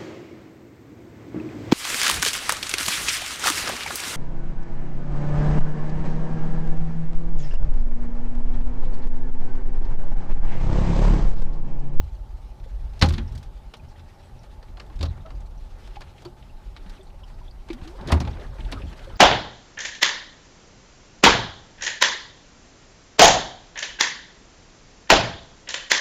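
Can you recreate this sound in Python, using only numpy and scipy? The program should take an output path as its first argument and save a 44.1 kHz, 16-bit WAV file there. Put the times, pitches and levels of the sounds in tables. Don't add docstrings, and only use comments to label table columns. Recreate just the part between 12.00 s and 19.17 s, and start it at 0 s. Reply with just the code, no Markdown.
import sys
import numpy as np
from scipy import signal
from scipy.fft import rfft, irfft, next_fast_len
from scipy.io import wavfile
from scipy.ndimage import uniform_filter1d, map_coordinates

SR = 44100
rng = np.random.default_rng(int(sys.argv[2]) if len(sys.argv) > 2 else 0)


def unload_audio(sound):
    columns = np.transpose(np.atleast_2d(sound))
    steps = np.round(np.clip(columns, -1, 1) * 32767)
    wavfile.write(sys.argv[1], SR, steps.astype(np.int16))


def voltage_ratio(level):
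    return 10 ** (np.asarray(level, float) / 20)


N = 316197

# [f/Hz, level/dB per Hz]
FAR_TRAFFIC_COLOUR = [(82, -33), (140, -2), (172, 0), (318, -8), (376, -3.5), (451, -12), (497, -9),
                      (632, -6), (688, -10.5), (876, -2.5), (964, -15), (1100, -13.5), (2500, -38.5),
                      (3250, -50), (5500, -120)]
HISS_COLOUR = [(1500, -22), (4000, 7), (8000, 0.5), (14700, -2.5), (15250, -5)]
ROCKING_COLOUR = [(7.1, -46.5), (12, -8.5), (32, -0.5), (49, -1.5), (62, -11), (120, -20.5), (160, -37.5),
                  (260, -120)]
HUM_COLOUR = [(40, -48), (62, -6), (80, 4.5), (100, -8), (125, -1.5), (170, -19), (260, -22)]
RUSTLE_COLOUR = [(710, -29.5), (1200, -2), (3000, -6), (3240, -5.5), (4000, -7), (5610, -12.5),
                 (12000, -25.5), (15250, -45)]
SCRAPE_COLOUR = [(130, -17), (220, 0), (600, -7), (1500, -12), (3500, -28.5), (7000, -40)]
CRACK_COLOUR = [(710, -25), (1200, -3), (1290, -20), (1430, -5.5), (1830, -6), (4260, -6.5), (4800, -9.5),
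                (14700, -38.5), (16000, -42)]
BODY_COLOUR = [(150, -30), (300, 0), (800, 1.5), (1300, -5), (2200, -22)]
# [t/s, length/s, f/Hz, beats/Hz]
INSECT_CHIRP = (2.225, .065, 7950, 75)
# [t/s, level/dB]
SWAY = [(0.0, -33), (0.52, -42), (0.74, -40), (0.9, -33), (1.18, -33), (2.0, -53), (3.11, -38), (3.87, -43),
        (4.17, -52), (4.37, -52), (4.71, -42), (4.85, -46), (5.61, -42), (5.81, -45), (6.25, -37),
        (6.45, -40), (6.73, -38), (7.17, -44)]
# [middle t/s, peak level/dB, f/Hz, length/s]
LURCHES = [(0.146, -23.8, 47.7, 0.038), (0.21, -27.0, 40.1, 0.031), (0.352, -23.9, 42.9, 0.03),
           (0.451, -32.0, 49.1, 0.038), (0.512, -29.1, 39.7, 0.03), (0.678, -28.0, 36.7, 0.03),
           (0.753, -24.4, 46.5, 0.048), (0.851, -26.3, 42.4, 0.03), (0.93, -27.8, 31.6, 0.03),
           (1.128, -19.2, 37.4, 0.03), (1.213, -24.2, 46.6, 0.03), (1.332, -25.0, 45.6, 0.031),
           (1.479, -26.3, 37.7, 0.03), (1.56, -28.7, 46.0, 0.03), (1.677, -29.5, 42.4, 0.032),
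           (1.902, -37.7, 26.4, 0.04), (2.351, -36.2, 28.7, 0.039), (2.499, -34.3, 38.2, 0.03),
           (2.592, -30.0, 42.1, 0.03), (2.659, -35.3, 36.6, 0.03), (2.967, -27.5, 31.5, 0.041),
           (3.035, -30.5, 54.7, 0.031), (3.11, -25.4, 38.1, 0.053), (3.308, -28.0, 36.5, 0.03),
           (3.377, -23.1, 45.5, 0.057), (3.45, -28.6, 43.5, 0.03), (3.639, -29.4, 31.4, 0.03),
           (3.736, -29.2, 30.7, 0.034), (3.908, -32.9, 32.4, 0.031), (3.994, -32.0, 29.4, 0.03),
           (4.55, -31.1, 23.9, 0.047), (4.681, -31.6, 34.6, 0.03), (4.827, -36.1, 30.6, 0.04),
           (4.907, -30.1, 31.5, 0.05), (5.079, -34.2, 28.8, 0.061), (5.164, -33.7, 31.2, 0.03),
           (5.396, -33.2, 29.9, 0.058), (5.503, -33.6, 35.9, 0.03), (5.601, -32.8, 30.6, 0.045),
           (5.734, -33.5, 32.3, 0.051), (5.827, -31.0, 26.5, 0.044), (5.994, -29.5, 42.9, 0.03),
           (6.299, -25.0, 52.6, 0.03), (6.381, -27.3, 40.4, 0.03), (6.598, -27.0, 45.0, 0.03),
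           (6.659, -24.6, 36.9, 0.089), (6.788, -26.8, 51.5, 0.032), (6.882, -27.5, 48.3, 0.033)]
# [t/s, f/Hz, rms level/dB]
GLUGS = [
    [(5.715, 255, -60), (5.735, 242, -46), (5.755, 236, -40), (5.778, 262, -46), (5.795, 330, -52),
     (5.815, 385, -62)],
    [(5.84, 292, -62), (5.856, 302, -45), (5.885, 330, -46), (5.905, 350, -46), (5.925, 378, -54),
     (5.94, 410, -51), (5.955, 425, -62)],
]
# [t/s, peak level/dB, f/Hz]
DRIPS = [(1.277, -49.5, 5400), (1.795, -49.5, 2530), (1.885, -53, 5500), (1.91, -54, 4630),
         (1.96, -51, 3300), (1.955, -52, 1910), (2.39, -52, 5600), (3.084, -46, 3930), (3.097, -50, 4000),
         (3.205, -53, 3670), (3.459, -53, 4140), (3.46, -60, 7460), (3.575, -55, 5800),
         (3.956, -42.5, 2600), (4.251, -39, 4500), (4.496, -48, 2700), (4.975, -49, 2500),
         (5.009, -48.5, 3470), (5.03, -54.5, 8400), (5.067, -50, 4100), (5.232, -42, 3070),
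         (5.236, -52, 5400), (5.386, -53, 2750), (5.478, -46.5, 3480), (5.509, -49.5, 4700),
         (5.701, -34.5, 2320), (5.783, -50, 2100), (6.866, -50, 3100), (6.879, -49, 3100),
         (6.88, -51, 4200), (6.924, -47, 2800), (7.0, -50, 3100), (7.098, -45, 2980), (7.157, -43, 4900)]
# [t/s, peak level/dB, f/Hz]
CLICKS = [(2.681, -50, 2400), (3.35, -53, 5500), (3.403, -50.5, 7500), (4.18, -44.5, 2980),
          (4.423, -46, 3020), (4.967, -53, 4200), (5.05, -59, 7500), (5.099, -49, 3030),
          (5.278, -49.5, 5570), (5.298, -52, 3000), (5.34, -54, 5030), (6.308, -48, 5300),
          (6.33, -44.5, 3400), (6.368, -44, 1700), (6.408, -43, 3200), (6.418, -41, 1600),
          (6.465, -50, 3900), (6.53, -43, 1100), (6.686, -43, 1600), (6.99, -44, 2000), (7.04, -47, 3400),
          (6.604, -37.5, 2750), (6.648, -42, 3200), (6.818, -36.5, 2600)]
# [t/s, peak level/dB, f/Hz, t60/s]
HOLLOW_NOTES = [(.66, -39, 540, 0.047), (3.25, -36.5, 638, 0.14), (3.254, -41, 1296, 0.088),
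                (3.968, -27.5, 820, 0.052), (4.254, -29, 351.4, 0.13), (3.03, -35, 563, 0.081),
                (4.86, -36.5, 186, 0.097), (4.9, -44, 1560, 0.051), (4.99, -40, 377, 0.15),
                (5.411, -48.5, 974, 0.14), (5.702, -22, 337, 0.09), (4.993, -44, 600, 0.07),
                (5.79, -44.5, 760, 0.092), (5.845, -44, 760, 0.07), (5.95, -35, 524, 0.055),
                (6.768, -37, 1226, 0.1), (6.834, -53, 290, 0.11), (7.07, -34, 537, 0.093),
                (6.121, -18, 830, 0.05), (6.1215, -19, 1090, 0.06), (6.203, -26.5, 724, 0.064),
                (6.272, -29, 840, 0.079), (6.553, -37, 530, 0.06), (6.66, -35.5, 883, 0.067),
                (6.691, -42, 1630, 0.071), (5.14, -46, 540, 0.08), (5.232, -48, 1000, 0.08),
                (5.3, -45, 1010, 0.06), (5.982, -42, 1030, 0.07), (6.028, -37, 560, 0.06),
                (6.008, -34, 190, 0.1), (5.82, -42, 200, 0.09), (5.95, -43, 930, 0.06),
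                (6.592, -39, 880, 0.08), (6.782, -45, 1380, 0.07), (6.06, -29, 152, 0.14),
                (6.83, -36, 520, 0.06), (4.014, -42, 1750, 0.05), (1.03, -20, 813, 0.12),
                (1.034, -20, 530, 0.11)]
# [t/s, hold/s, scrape level/dB, rustle level/dB]
MOVES = [(1.115, 0.062, -45, -58), (1.44, 0.056, -77, -72), (2.0, 0.35, -66.5, -68), (2.83, 0.34, -57, -75),
         (3.13, .3, -58, -75), (3.79, 0.17, -60.5, -62), (4.136, 0.092, -67, -62), (4.86, 0.081, -59, -61),
         (5.267, 0.035, -66, -68.5), (5.8, 0.13, -58, -60.5), (6.07, 0.22, -41, -57),
         (6.41, 0.24, -50, -60.5), (6.723, 0.08, -47, -57.5), (6.857, 0.26, -49.5, -59)]
TACKLE = [(0.598, -48, -7, -3), (0.9333, -45.5, -11, 3), (0.9926, -37.5, -21, 7, 5600),
          (1.0136, -11, -11, -1.5, 5400), (1.0221, -4.5, -10, -1.5, 3900), (1.0394, -19, -0.5, 0.5, 3300),
          (1.0574, -24, -6, 3, 5600), (1.0864, -25.5, -13, 4.5, 6100), (1.1044, -28.5, -19, -4.5),
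          (1.123, -33, -17, 6), (1.1363, -25, -24, 1.5, 3700), (1.1797, -23.5, -13, -2, 3100),
          (1.3209, -45, -8, 8), (1.3508, -39.5, -11, 7), (1.3763, -38.5, -26, 7.5), (1.4277, -39.5, -23, 5),
          (1.737, -31.5, -7, 0.8), (1.7669, -47, -14, 10), (1.9944, -42.5, -16, -2.5)]
HANDS = [(2.4319, -46, -2, 3.5), (2.6269, -42.5, -2.5, -1), (2.7706, -40, 1.5, -1.5),
         (2.798, -29, -10, -4.5), (2.8614, -51, -7, 5), (2.8978, -42, -5, -7), (2.9577, -43, -14, 4),
         (2.9896, -38, -11, 3), (3.0091, -26, -6, 0.7, 3500), (3.0275, -22, -5, 3.5, 4800),
         (3.0536, -29.5, -5.5, 1, 4000), (3.1752, -45, -1, -5), (3.26, -42.5, 2, -4.5),
         (3.3034, -36.5, -4.5, -5.5), (3.8736, -42, -7, 3.5), (3.9584, -36, -11, -4), (4.0068, -37.5, 0, 6),
         (4.0168, -32.5, -10, -6), (4.2198, -44, 0, 5), (4.2492, -37.5, 2, 5.3), (4.7641, -32, -24, -3.2),
         (4.8604, -40.5, -7, -6), (4.8948, -38, -25, 4.5)]
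LID = [(5.6855, -37.5, -3, -0.5), (5.7009, -30, -14, -3.5), (5.7294, -32, -31, 2.5),
       (5.8142, -39.5, -15, -7.5), (5.875, -33.5, -14, 3), (5.9853, -32, -9, -15), (6.0107, -35, -11, -1),
       (6.0731, -31, -14, 4, 7000), (6.093, -30, -6, 0, 3300), (6.111, -31, -4, 1, 4500),
       (6.0849, -27, -4, -1.5, 3600), (6.1015, -26, 6, -8, 1900), (6.1185, -18.5, -8, 5, 9000),
       (6.1205, -12, -4, -1.5, 2100), (6.1394, -34, 11.5, 5, 7000), (6.17, -33, 5, -6, 2300),
       (6.2015, -24, -4.5, 3, 5500), (6.2138, -30.5, -10, -1.5), (6.2494, -36, -3, -2),
       (6.2731, -29, -1.5, -4, 2800), (6.3684, -41, -10, -6), (6.396, -38, -12, -3, 2500),
       (6.5829, -39, 0, -7, 1500), (6.6777, -42, -11, -4, 2900), (6.716, -31, -1.5, 7),
       (6.7226, -22, -7, 0, 2700), (6.7345, -36, -7, -5), (6.9277, -38.5, -21, 1), (6.9915, -39, -11, 0.5),
       (7.0445, -41, -2, 3)]
# [t/s, peak level/dB, panel level/dB, damping factor, boom f/Hz]
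BLOWS = [(0.002, -22.5, -35, .8, 79.5), (1.015, -20, -6, 0.9, 78.6), (1.026, -2.5, -8, 1.64, 82.7),
         (1.0765, -10.5, -13, 1.0, 83), (1.104, -23, -8, 0.66, 83.2), (1.18, -26, -4, 0.7, 78.9),
         (2.955, -28, -19, 1.2, 61.4), (3.004, -15.5, -18.5, 0.75, 79.8), (3.028, -22, -13, 0.97, 82),
         (3.338, -29.5, -20, 1.1, 53.3), (5.82, -34, -2, 3, 72.4), (6.013, -30, -7.5, 0.7, 72.5),
         (6.074, -23.5, -5.5, 0.86, 81), (6.103, -21, -6, 0.8, 83.4), (6.1252, -5, -13, 1.15, 75.7),
         (6.203, -25.5, -0.5, 0.87, 75.6), (6.273, -22.5, -8.5, 0.99, 77.4), (6.59, -27.5, -9.5, 1.1, 68.5),
         (6.647, -22, -18, 1.3, 52), (6.721, -31, 0.5, 0.9, 80), (6.769, -21.5, -24, 1.6, 67),
         (6.835, -23, -9.5, 1.2, 73), (7.134, -24, -22, 1.9, 45)]
# [f/Hz, level/dB, t60/s]
HULL_MODES = [(52, -11.5, 0.35), (102.4, -5, 0.22), (127.2, -14, 0.23), (150.2, -18.5, 0.6)]
# [f/Hz, level/dB, t60/s]
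PANEL_MODES = [(178.4, -5.5, 0.43), (228, 0.5, 0.17), (269.6, -0.5, 0.18), (347, -1, 0.15),
               (542.3, -11, 0.15), (646, -12, 0.059), (820, -9, 0.052), (1060, -12, 0.031)]


def unit(x):
    return x / np.sqrt(np.mean(x ** 2) + 1e-20)


def curves(rows):
    s, *cols = np.transpose(rows)
    return [np.interp(np.arange(N) / SR, s, c) for c in cols]


def gain(points, hz):
    f, db = np.transpose(points)
    return voltage_ratio(np.interp(np.log(hz + 1), np.log(f + 1), db, left=-120, right=-120))


def noise(points, size, extra=lambda hz: 1):
    fast = next_fast_len(size)
    hz = np.fft.rfftfreq(fast, 1 / SR)
    spectrum = rfft(rng.standard_normal(fast)) * gain(points, hz) * extra(hz)
    return unit(irfft(spectrum, fast)[:size])


def patchy(points, patchy_db):
    z = signal.stft(noise(points, size=next_fast_len(N + 999)), nperseg=512)[2]
    field = uniform_filter1d(rng.standard_normal(z.shape), size=6, axis=0)
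    field = uniform_filter1d(field, size=8, axis=1)
    return unit(signal.istft(z * voltage_ratio(patchy_db * unit(field)), nperseg=512)[1][:N])


def wobble(rate):
    knots = rng.standard_normal(int(N * rate / SR) + 4)
    return map_coordinates(knots, [np.arange(N) * rate / SR])


def jitter(t, step):
    knots = t[::step]
    return np.interp(t, knots, rng.standard_normal(len(knots)))


def dying(t, t60, attack):
    return np.exp(-np.log(1000) * t / t60) * (1 - np.exp(-t / attack))


def add(track, s, sound):
    part = track[round(s * SR):][:len(sound)]
    part += sound[:len(part)]


def hiss():
    return voltage_ratio(-73) * noise(HISS_COLOUR, size=N)


def far_traffic():
    return voltage_ratio(-54.5) * patchy(FAR_TRAFFIC_COLOUR, patchy_db=.6)


def insect():
    s, length, hz, beats = INSECT_CHIRP
    out, t = np.zeros(N), np.arange(int(length * SR)) / SR
    pulses = np.hanning(len(t)) * np.sin(np.pi * beats * t) ** 4
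    tone = np.sin(2 * np.pi * hz * t + 5 * np.cos(2 * np.pi * beats * t))
    add(out, s, voltage_ratio(-61) * pulses * tone)
    return out


def rumble():
    rest_db, under_sway_db = -50.5, -14
    after_db, after_t60, after_rise_s = -18.5, .85, 0.032
    rocking_db, = curves(SWAY)
    lumps = voltage_ratio(2.2 * wobble(9.5)) * noise(ROCKING_COLOUR, size=N)
    rocking = voltage_ratio(rocking_db + 1.4) * unit(lumps)
    hum_power = voltage_ratio(2 * rest_db) + voltage_ratio(2 * (rocking_db + under_sway_db))
    t = np.arange(SR) / SR
    for s, db, *_ in BLOWS:
        add(hum_power, s, (voltage_ratio(db + after_db) * dying(t, after_t60, after_rise_s)) ** 2)
    hum = unit(voltage_ratio(3.9 * wobble(12)) * noise(HUM_COLOUR, size=N))
    return rocking + np.sqrt(hum_power) * hum


def lurches():
    out, t = np.zeros(N), np.arange(-SR // 8, SR // 8) / SR
    for s, db, hz, length in LURCHES:
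        swell = np.exp(-.5 * (t / (.43 * length)) ** 2)
        add(out, s + t[0], voltage_ratio(db - 0.6) * np.cos(2 * np.pi * hz * t) * swell)
    return out


def glugs():
    out, t = np.zeros(N), np.arange(N) / SR
    for rows in GLUGS:
        hz, db = curves(rows)
        start, end = rows[0][0], rows[-1][0]
        during = np.abs(t - (start + end) / 2) < (end - start) / 2
        tone = np.sin(2 * np.pi * np.cumsum(hz) / SR)
        out += during * voltage_ratio(db + 3 + 1.8 * wobble(70)) * tone
    return out


def drips():
    out, t = np.zeros(N), np.arange(4096) / SR
    # t60/s, and width as a share of the pitch
    for rows, t60, width in (DRIPS, 0.046, 0.061), (CLICKS, 0.042, 0.27):
        for s, db, hz in rows:
            resonance = lambda f: 1 / (1 + ((f - hz) / (width * hz)) ** 2)
            splash = noise(CRACK_COLOUR, size=len(t), extra=resonance)
            add(out, s, voltage_ratio(db) * splash * dying(t, t60, 0.069 * t60))
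    return out


def hollow_notes():
    out, t = np.zeros(N), np.arange(SR // 3) / SR
    for s, db, hz, t60 in HOLLOW_NOTES:
        waver = jitter(t, 300)
        tone = np.sin(2 * np.pi * hz * t * (1 + 0.11 * t) + 0.0007 * hz * waver)
        add(out, s, voltage_ratio(db + 1.6 * waver) * tone * dying(t, t60, 0.0027))
    return out


def moving_power():
    rise_db_per_s, fall_db_per_s = 68, 82
    s, hold, scrape_db, rustle_db = np.transpose(MOVES)[..., None]
    t = np.arange(N) / SR
    before, after = np.clip(s - t, 0, None), np.clip(t - s - hold, 0, None)
    off_db = -rise_db_per_s * before - fall_db_per_s * after
    return [np.sum(voltage_ratio(2 * (db + off_db)), axis=0) for db in (scrape_db, rustle_db)]


def rustle():
    drops, t = np.zeros(N), np.arange(SR // 25) / SR
    for when, pitch, size, life in rng.random((260, 4)):
        hz = 1300 * np.exp(1.5 * pitch)
        rising = np.sin(2 * np.pi * hz * t * (1 + 0.8 * t))
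        level = voltage_ratio(-3.5 * np.log(size + .04))
        add(drops, when * N / SR, level * rising * dying(t, .02 + 0.048 * life, 0.0021))
    cloth = patchy(RUSTLE_COLOUR, patchy_db=2) * voltage_ratio(2.3 * wobble(45))
    _, power = moving_power()
    return np.sqrt(power + voltage_ratio(2 * -65)) * (cloth + voltage_ratio(-3.5) * drops)


def scraping():
    grains, t = np.zeros(N), np.arange(SR // 20) / SR
    for when, pitch, size, life in rng.random((900, 4)):
        hz = 280 * np.exp(2.5 * pitch)
        level = voltage_ratio(-3 * np.log(size + 0.1) - 9 * pitch)
        fade = dying(t, (8 + 30 * life) / hz + 0.02, 0.0019)
        add(grains, when * N / SR, level * np.sin(2 * np.pi * hz * t) * fade)
    scrape = patchy(SCRAPE_COLOUR, patchy_db=3.5) * voltage_ratio(3.5 * wobble(30))
    power, _ = moving_power()
    return np.sqrt(power) * unit(scrape + 0.64 * unit(grains))


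def taps():
    out, t = np.zeros(N), np.arange(6144) / SR
    spots_hz = np.geomspace(900, 16000, num=22)
    # brightest f/Hz, t60/s
    objects = (TACKLE, 3500, 0.049), (HANDS, 2920, 0.045), (LID, 2100, .045)
    contacts = [(row, tone_hz, t60) for rows, tone_hz, t60 in objects for row in rows]
    for (s, db, body_db, sharp_db, *own_hz), tone_hz, t60 in contacts:
        hz = tone_hz * 2 ** (-0.23 * sharp_db + 0.27 * rng.standard_normal())
        hz = own_hz[0] if own_hz else hz
        ragged_db = 1.5 * rng.standard_normal(len(spots_hz))

        def bright(f):
            peak = 1 + 1.0 / np.hypot(1, (f - hz) / (0.088 * hz))
            return peak * voltage_ratio(sharp_db * np.log2((f + 1) / 3500) + np.interp(f, spots_hz, ragged_db))

        grit = voltage_ratio(1.53 * jitter(t, 100))
        crack = unit(grit * noise(CRACK_COLOUR, size=len(t), extra=bright))
        scatter = unit(signal.lfilter([1], [1, -0.55], crack))
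        crack = crack * dying(t, t60, 0.019 * t60)
        crack += voltage_ratio(-14.5) * scatter * dying(t, 2.7 * t60, 0.005)
        body = noise(BODY_COLOUR, size=len(t)) * dying(t, 2.08 * t60, 0.0029)
        add(out, s, voltage_ratio(db - 7.5) * crack + voltage_ratio(db + body_db - 2.5) * body)
    return out


def ring(t, modes, damping, rise):
    total = np.zeros(len(t))
    for hz, level, t60 in modes:
        steps = rng.normal(0, 0.37, len(t[::400]))
        drift = np.interp(t, t[::400], np.cumsum(steps))
        phase = 2 * np.pi * hz * rng.normal(1, 0.022) * t + rng.normal(0, 0.46) + 0.0043 * hz * drift
        total += voltage_ratio(level + rng.normal(0, 2.8)) * np.sin(phase) * dying(t, t60 / damping, rise)
    return total


def blows():
    out, t = np.zeros(N), np.arange(2 * SR // 5) / SR
    for s, db, panel_db, damping, boom_hz in BLOWS:
        swell = 0.005 / damping ** 2
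        boom = -np.sin(2 * np.pi * boom_hz * t) * dying(t, 0.33 / damping, swell)
        hull = voltage_ratio(0.73 * (panel_db + 9.0)) * ring(t, HULL_MODES, damping, 1.7 * swell)
        panels = ring(t, PANEL_MODES, damping, 0.0028)
        add(out, s, voltage_ratio(db - 2.5) * (boom - hull) + voltage_ratio(db + panel_db - 4.5) * panels)
    return out


def scene():
    distant = hiss() + far_traffic() + insect()
    boat = rumble() + lurches()
    well = glugs() + drips() + hollow_notes()
    deck = rustle() + scraping() + taps() + blows()
    return (distant + boat + well + deck)[None]


def roll_off(x):
    return signal.sosfilt(signal.butter(12, 15350, fs=SR, output="sos"), x)


def record(dry):
    rounded = dry / (1 + np.abs(dry) ** 4) ** (1 / 4)
    return roll_off(rounded)


dry = scene()
out = record(dry)
unload_audio(out)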